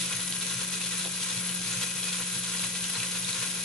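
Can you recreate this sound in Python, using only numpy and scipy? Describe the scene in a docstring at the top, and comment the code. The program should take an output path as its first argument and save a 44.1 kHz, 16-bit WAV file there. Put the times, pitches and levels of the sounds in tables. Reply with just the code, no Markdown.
"""A small electric motor hums and whines, its tones locked to the shaft angle, while its brushes hiss.
It drives plastic gears and a crank in a brick-built model on a table, in a small room. Random tooth contacts
excite the hollow brick body as a dense patter; slack gears rattle in swells and tick as bouncing, ringing snaps.
The crank loads the motor once a turn. The table rumbles, thumps softly at its resonance as the model rocks,
and carries one dull knock of the frame."""
import sys
import numpy as np
from scipy.fft import rfft, irfft
from scipy.io import wavfile

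SR = 44100
rng = np.random.default_rng(int(sys.argv[2]) if len(sys.argv) > 2 else 0)


def file_out(sig):
    """Save sig as 16-bit WAV at sys.argv[1]."""
    # one column per channel
    cols = np.atleast_2d(sig).T
    # limit, then scale
    lim = np.clip(cols, -1, 1)
    pcm = np.round(lim * 32767).astype(np.int16)
    wavfile.write(sys.argv[1], SR, pcm)


N = 160524
T = np.arange(N) / SR
HZ = np.maximum(np.arange(N + 1) * SR / (2 * N), 1)  # bins of a transform padded to 2 N

# In every colour table below, density_db is relative: the coloured signal is then scaled to unit rms.

# Motor tones: [shaft_multiple, level_db, left_minus_right_db, flutter_rms_db (signed)]
MOTOR_TONES = [(1, -44, 1, 1.5), (2, -66, 3, 3), (3, -63, -1, 3), (9, -58, -15.5, 2), (14, -54, 2, 7.5),
               (35, -56, 4, -6), (51, -52.5, 4.5, 2.5), (54, -55.5, 6, -4), (60, -48.5, 2.5, 2)]
MOTOR_HZ, SPEED_WANDER_HZ = 178.8, 0.2
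CRANK_TURN_S, CRANK_LOAD_AT_S = 0.412, 0.097  # period, and a moment of greatest load
CRANK_SAG_HZ, CRANK_LOAD_DB = 0.22, 1

# Colour of the brush hiss: [frequency_hz, density_db]
BRUSH_COLOUR = [(8500, -36), (9900, -5), (10400, -8), (10600, 7), (10760, 3.5), (10850, 1.5), (11000, 0.5),
                (11600, -30)]
BRUSH_DB, BRUSH_PAN_DB, BRUSH_FLUTTER_DB = -38.5, 5, 2.5

# Colour of the gear-tooth patter: [frequency_hz, density_db]
TEETH_COLOUR = [(250, -16.5), (480, -7.5), (640, -19), (820, -18), (1020, -4.5), (1200, -9.5), (1430, -4.5),
                (1780, -7), (2500, 0), (2950, -1), (3900, -0.5), (4500, -3.5), (5600, -1.5), (6400, -0.5),
                (7300, -3), (9000, 0), (11000, -5)]
TEETH_PER_S, TEETH_SPREAD_DB, TEETH_DB, TEETH_FLUTTER_DB = 9000, 2, -32.5, 1.35

# Resonances of the hollow brick body: [frequency_hz, width_hz, lift_db]
BODY_RESONANCES = [(450, 37, 2), (496, 20, 4.5), (1411, 55, 4), (1967, 89, 7), (2476, 190, 2.5),
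                   (2880, 34, 3.5), (3330, 68, 5.5), (4160, 150, 4.5), (4926, 100, 4.5), (6290, 160, 3),
                   (6500, 70, 2), (7830, 85, 5.5), (8400, 60, -3.5), (9950, 88, 1.5)]

# Colour of the rumble of table top and room: [frequency_hz, density_db]
RUMBLE_COLOUR = [(20, -41), (45, -31), (58, -8), (72, -22), (92, -16.5), (122, 1.5), (150, -4.5),
                 (170, -14), (210, -8), (300, -12), (420, -19.5), (700, -18), (2000, -36)]
RUMBLE_DB, RUMBLE_FLUTTER_DB = -50.5, 1.5

# Swells of the slack gears: [centre_s, low_level_db, bright_level_db], levels before the two offsets below
RATTLE_SWELLS = [(0.014, -50, -28.5), (0.127, -39.5, -36), (0.204, -42.5, -39), (0.339, -50, -34),
                 (0.422, -46.5, -32), (0.522, -41, -38), (0.613, -39, -35), (0.737, -46, -31),
                 (0.836, -62, -35), (0.936, -40, -37), (1.015, -43, -31), (1.149, -49, -35),
                 (1.23, -47, -31), (1.306, -41.5, -35), (1.424, -42.5, -44), (1.494, -45, -41),
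                 (1.662, -55, -37), (1.744, -40, -34), (1.834, -40, -32), (2.08, -43.5, -30),
                 (2.148, -42, -37), (2.213, -39.5, -41), (2.36, -44, -31), (2.449, -48, -33.5),
                 (2.55, -40.5, -41), (2.642, -39.5, -29.5), (2.758, -48, -31), (2.846, -48, -32.5),
                 (2.96, -39, -33.5), (3.04, -41, -36), (3.165, -42, -32), (3.29, -43, -30),
                 (3.365, -40.5, -35), (3.435, -37.5, -32), (3.569, -42, -33)]
RATTLE_WIDTH_S, RATTLE_PER_S, RATTLE_SPREAD_DB = 0.017, 3000, 2.5
LOW_CLATTER_DB, BRIGHT_CLATTER_DB = -1.4, -4

# Colour of the low clatter: [frequency_hz, density_db]
LOW_COLOUR = [(200, -8), (380, -13), (490, 1), (620, -15.5), (800, -12), (1030, 1), (1220, -6), (1420, 2.5),
              (2000, -3), (2800, -6.5), (6000, -40)]

# Colour of the bright clatter and of the crack of a tick: [frequency_hz, density_db]
BRIGHT_COLOUR = [(1200, -39), (2000, -8.5), (2500, -6), (3700, 2.5), (4700, -2), (6400, -2), (8000, -3.5),
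                 (11000, -7)]

# Teeth snapping across their play: [start_s, level_db (before the ring and crack offsets), nominal_pitch_hz]
TICK_SNAPS = [(0.1264, -22, 2510), (0.2049, -26.5, 3180), (0.3244, -22, 3230), (0.4124, -24, 4000),
              (0.4964, -24, 3870), (0.6114, -37, 3480), (0.73, -28, 2500), (0.8141, -23.5, 2780),
              (0.84, -25, 3300), (0.932, -28, 3810), (1.0498, -24, 3380), (1.2226, -25, 3170),
              (1.3014, -24, 3590), (1.4925, -23, 2850), (1.6734, -29, 4260), (1.7275, -22, 6700),
              (1.82, -24, 2880), (1.8284, -26, 3300), (2.0323, -22.5, 3110), (2.1294, -24, 3300),
              (2.4366, -24, 3330), (2.595, -22, 2540), (2.6404, -22.5, 2420), (2.753, -25, 2450),
              (2.8423, -20, 2940), (2.9542, -22, 4150), (3.0023, -22, 2510), (3.031, -19.5, 2530),
              (3.2463, -19.5, 3890), (3.2906, -21.5, 4200), (3.3294, -21, 4070), (3.4236, -27, 3900)]
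TICK_RING_DB, TICK_T60_S, TICK_CRACK_DB, TICK_CRACK_S = -5.5, 0.014, -4.5, 0.0017
BOUNCE_S, BOUNCE_LOSS_DB, BOUNCE_PITCH_SPREAD = 0.0035, 2.5, 0.05  # the pitch spread is a ratio

# Rocking of the model on the table: [start_s, level_db (before THUMP_DB)]
TABLE_THUMPS = [(.135, -39), (.54, -36), (1.354, -38.5), (1.65, -46), (1.753, -37), (1.981, -44),
                (2.181, -43.5), (2.39, -44), (2.801, -43), (2.967, -37.5), (3.194, -43), (3.265, -42.5),
                (3.372, -41)]
TABLE_HZ, THUMP_RISE_S, THUMP_DB = 120.2, 0.025, -2.0

# Colour of the frame's knock: [frequency_hz, density_db]
FRAME_COLOUR = [(180, -22), (280, -4), (345, 3), (400, -3.5), (560, -6.5), (930, -9.5), (1500, -22),
                (3000, -45)]
KNOCK_S, KNOCK_RISE_S, KNOCK_DB = 1.034, 0.023, -41.5

# Likeness of left and right: [frequency_hz, correlation (-1 to 1)]
STEREO_LIKENESS = [(60, .95), (150, .98), (350, .8), (650, .63), (1300, .68), (2300, .7), (3600, .48),
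                   (6500, .36), (11000, .3)]

# Stereo balance of the sounds of the body: [frequency_hz, left_minus_right_db]
BODY_BALANCE = [(250, -2.5), (410, -4), (660, 9), (1070, 1.5), (1700, 1), (2600, -2.5), (3300, 1.5),
                (4600, 2.5), (5700, 3), (6800, 1.5), (10000, 0.5)]
RIGHT_LAG_S = 0.00003
ROOM_T60_S, ROOM_DB = 0.11, -8
CUTOFF_HZ = 11040


def from_db(db):
    """Amplitude gain is ten to the power of decibels over twenty."""
    return 10 ** (np.asarray(db) / 20)


def rms_one(x):
    """Dividing by the root mean square gives unit power."""
    return x / np.sqrt(np.mean(x ** 2) + 1e-20)


def curve(points):
    """A function of frequency is interpolated linearly on a logarithmic axis."""
    hz, value = np.transpose(points)
    return np.interp(np.log(HZ), np.log(hz), value)


def shape(x, gain):
    """Linear filtering is multiplication of the spectrum by a gain."""
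    return irfft(rfft(x, 2 * N) * gain)[..., :N]


def pan(db):
    """A level difference is shared equally, with opposite signs, by left and right."""
    return from_db(np.array([[0.5], [-0.5]]) * db)


def drift(rate):
    """Low-passed white noise is a slow random motion, here of unit rms."""
    return rms_one(shape(rng.standard_normal(N), 1 / (1 + (HZ / rate) ** 2)))


def spread(pair):
    """Mid and side powers set the correlation of left and right; the right is delayed by a phase slope."""
    alike = np.clip(curve(STEREO_LIKENESS), -0.99, 0.99)
    mid, side = shape(pair, np.sqrt([1 + alike, 1 - alike]))
    lag = np.exp(-2j * np.pi * HZ * RIGHT_LAG_S)
    return np.array([mid + side, shape(mid - side, lag)])


def noise(colour):
    """White noise filtered to a given spectral density, in stereo, with unit rms."""
    white = rng.standard_normal((2, N))
    return rms_one(shape(spread(white), from_db(curve(colour))))


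def contacts(per_s, spread_db):
    """Independent contacts form a random pulse train of uneven strength and either sign."""
    strengths = from_db(spread_db * np.minimum(rng.exponential(1, (2, N)), 5))
    hits = rng.random((2, N)) < per_s / SR
    return hits * strengths * rng.choice([-1, 1], (2, N))


def body(excitation, colour):
    """A hollow body filters its excitation through resonance peaks and dips; unit rms."""
    lift_db = sum(db / (1 + (2 * (HZ - hz) / width) ** 2) for hz, width, db in BODY_RESONANCES)
    gain = from_db(curve(colour) + lift_db)
    return rms_one(shape(spread(excitation), gain * pan(curve(BODY_BALANCE))))


def mode(start, hz, t60):
    """A struck mode is a sinusoid with exponential decay, its envelope starting at 1."""
    out = np.zeros(N)
    span = slice(int(start * SR) + 1, int((start + 2 * t60) * SR))
    age = T[span] - start
    out[span] = np.sin(2 * np.pi * hz * age) * from_db(-60 * age / t60)
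    return out


def swell(start, rise):
    """A critically damped response, squared, rises softly and falls more slowly; peak 1."""
    age = np.clip((T - start) / rise, 0, 20)
    return (age * np.exp(1 - age)) ** 2


def motor(angle):
    """Rotation makes harmonics locked to the shaft angle, each fluttering in level."""
    tones = np.zeros((2, N))
    for multiple, db, side_db, flutter_db in MOTOR_TONES:
        wave = np.sin(round(multiple) * angle + rng.uniform(0, 2 * np.pi))
        flutter = from_db(flutter_db * drift(5.9))
        tones += pan(side_db) * from_db(db) * rms_one(flutter * wave)
    return tones


def brushes():
    """Sliding brushes make narrow-band noise, sputtering by random modulation."""
    hiss = noise(BRUSH_COLOUR) * from_db(BRUSH_FLUTTER_DB * drift(63))
    return from_db(BRUSH_DB) * pan(BRUSH_PAN_DB) * rms_one(hiss)


def teeth(load):
    """Dense random tooth contacts drive the body, harder as the crank load grows."""
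    clicks = contacts(TEETH_PER_S, TEETH_SPREAD_DB) * from_db(TEETH_FLUTTER_DB * drift(99))
    return from_db(TEETH_DB + CRANK_LOAD_DB * load) * body(clicks, TEETH_COLOUR)


def rumble():
    """The table top and room give low-frequency noise of slowly varying level."""
    return from_db(RUMBLE_DB + RUMBLE_FLUTTER_DB * drift(12)) * noise(RUMBLE_COLOUR)


def rattles():
    """Play in the gears gives Gaussian bursts of sparser contacts in a low and a bright range."""
    centre, low_db, bright_db = np.transpose(RATTLE_SWELLS)
    swells = np.exp(-0.5 * np.minimum(((T - centre[:, None]) / RATTLE_WIDTH_S) ** 2, 20))

    def clatter(db, colour):
        """Burst envelopes modulate contacts heard through the body."""
        return from_db(db) @ swells * body(contacts(RATTLE_PER_S, RATTLE_SPREAD_DB), colour)

    low = clatter(low_db + LOW_CLATTER_DB, LOW_COLOUR)
    return low + clatter(bright_db + BRIGHT_CLATTER_DB, BRIGHT_COLOUR)


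def ticks(count=4):
    """Impact gives a brief noisy crack; successive weaker bounces ring a mode of the struck part."""
    rings, cracks = np.zeros(N), np.zeros(N)
    for start, db, hz in TICK_SNAPS:
        gaps = BOUNCE_S * rng.uniform(0.5, 1.5, count)
        bends = np.exp(BOUNCE_PITCH_SPREAD * rng.standard_normal(count))
        for k in range(count):
            ring = mode(start + gaps[:k].sum(), hz * bends[k], TICK_T60_S)
            rings += from_db(db - BOUNCE_LOSS_DB * k) * ring
        decay = np.exp(-np.clip((T - start) / TICK_CRACK_S, 0, 20))
        cracks += from_db(db) * (T >= start) * decay
    crack_noise = body(rng.standard_normal((2, N)), BRIGHT_COLOUR)
    return from_db(TICK_RING_DB) * rings + from_db(TICK_CRACK_DB) * cracks * crack_noise


def thumps():
    """Rocking excites the table top's resonance in soft swells."""
    return sum(from_db(db + THUMP_DB) * swell(start, THUMP_RISE_S) * np.sin(2 * np.pi * TABLE_HZ * (T - start))
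               for start, db in TABLE_THUMPS)


def knock():
    """One shift of the frame is a dull burst of coloured noise."""
    return from_db(KNOCK_DB) * swell(KNOCK_S, KNOCK_RISE_S) * noise(FRAME_COLOUR)


def room(x):
    """Diffuse reverberation is convolution with decaying noise, independent on each side."""
    tail = rng.standard_normal((2, N)) * from_db(-60 * np.minimum(T / ROOM_T60_S, 2))
    return shape(x, rfft(rms_one(tail), 2 * N) / np.sqrt(N))


def scene():
    """A periodic crank load lowers the shaft rate slightly and raises the tooth force."""
    load = np.cos(2 * np.pi * (T - CRANK_LOAD_AT_S) / CRANK_TURN_S)
    shaft_hz = MOTOR_HZ - CRANK_SAG_HZ * load + SPEED_WANDER_HZ * drift(10.24)
    angle = 2 * np.pi * np.cumsum(shaft_hz) / SR
    works = brushes() + teeth(load) + rattles() + ticks()
    table = rumble() + thumps() + knock()
    return motor(angle) + works + from_db(ROOM_DB) * room(works) + table


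def record(dry):
    """A very steep low-pass filter removes the top of the spectrum."""
    return shape(dry, 1 / np.sqrt(1 + (HZ / CUTOFF_HZ) ** 800))


dry = scene()
out = record(dry)
file_out(out)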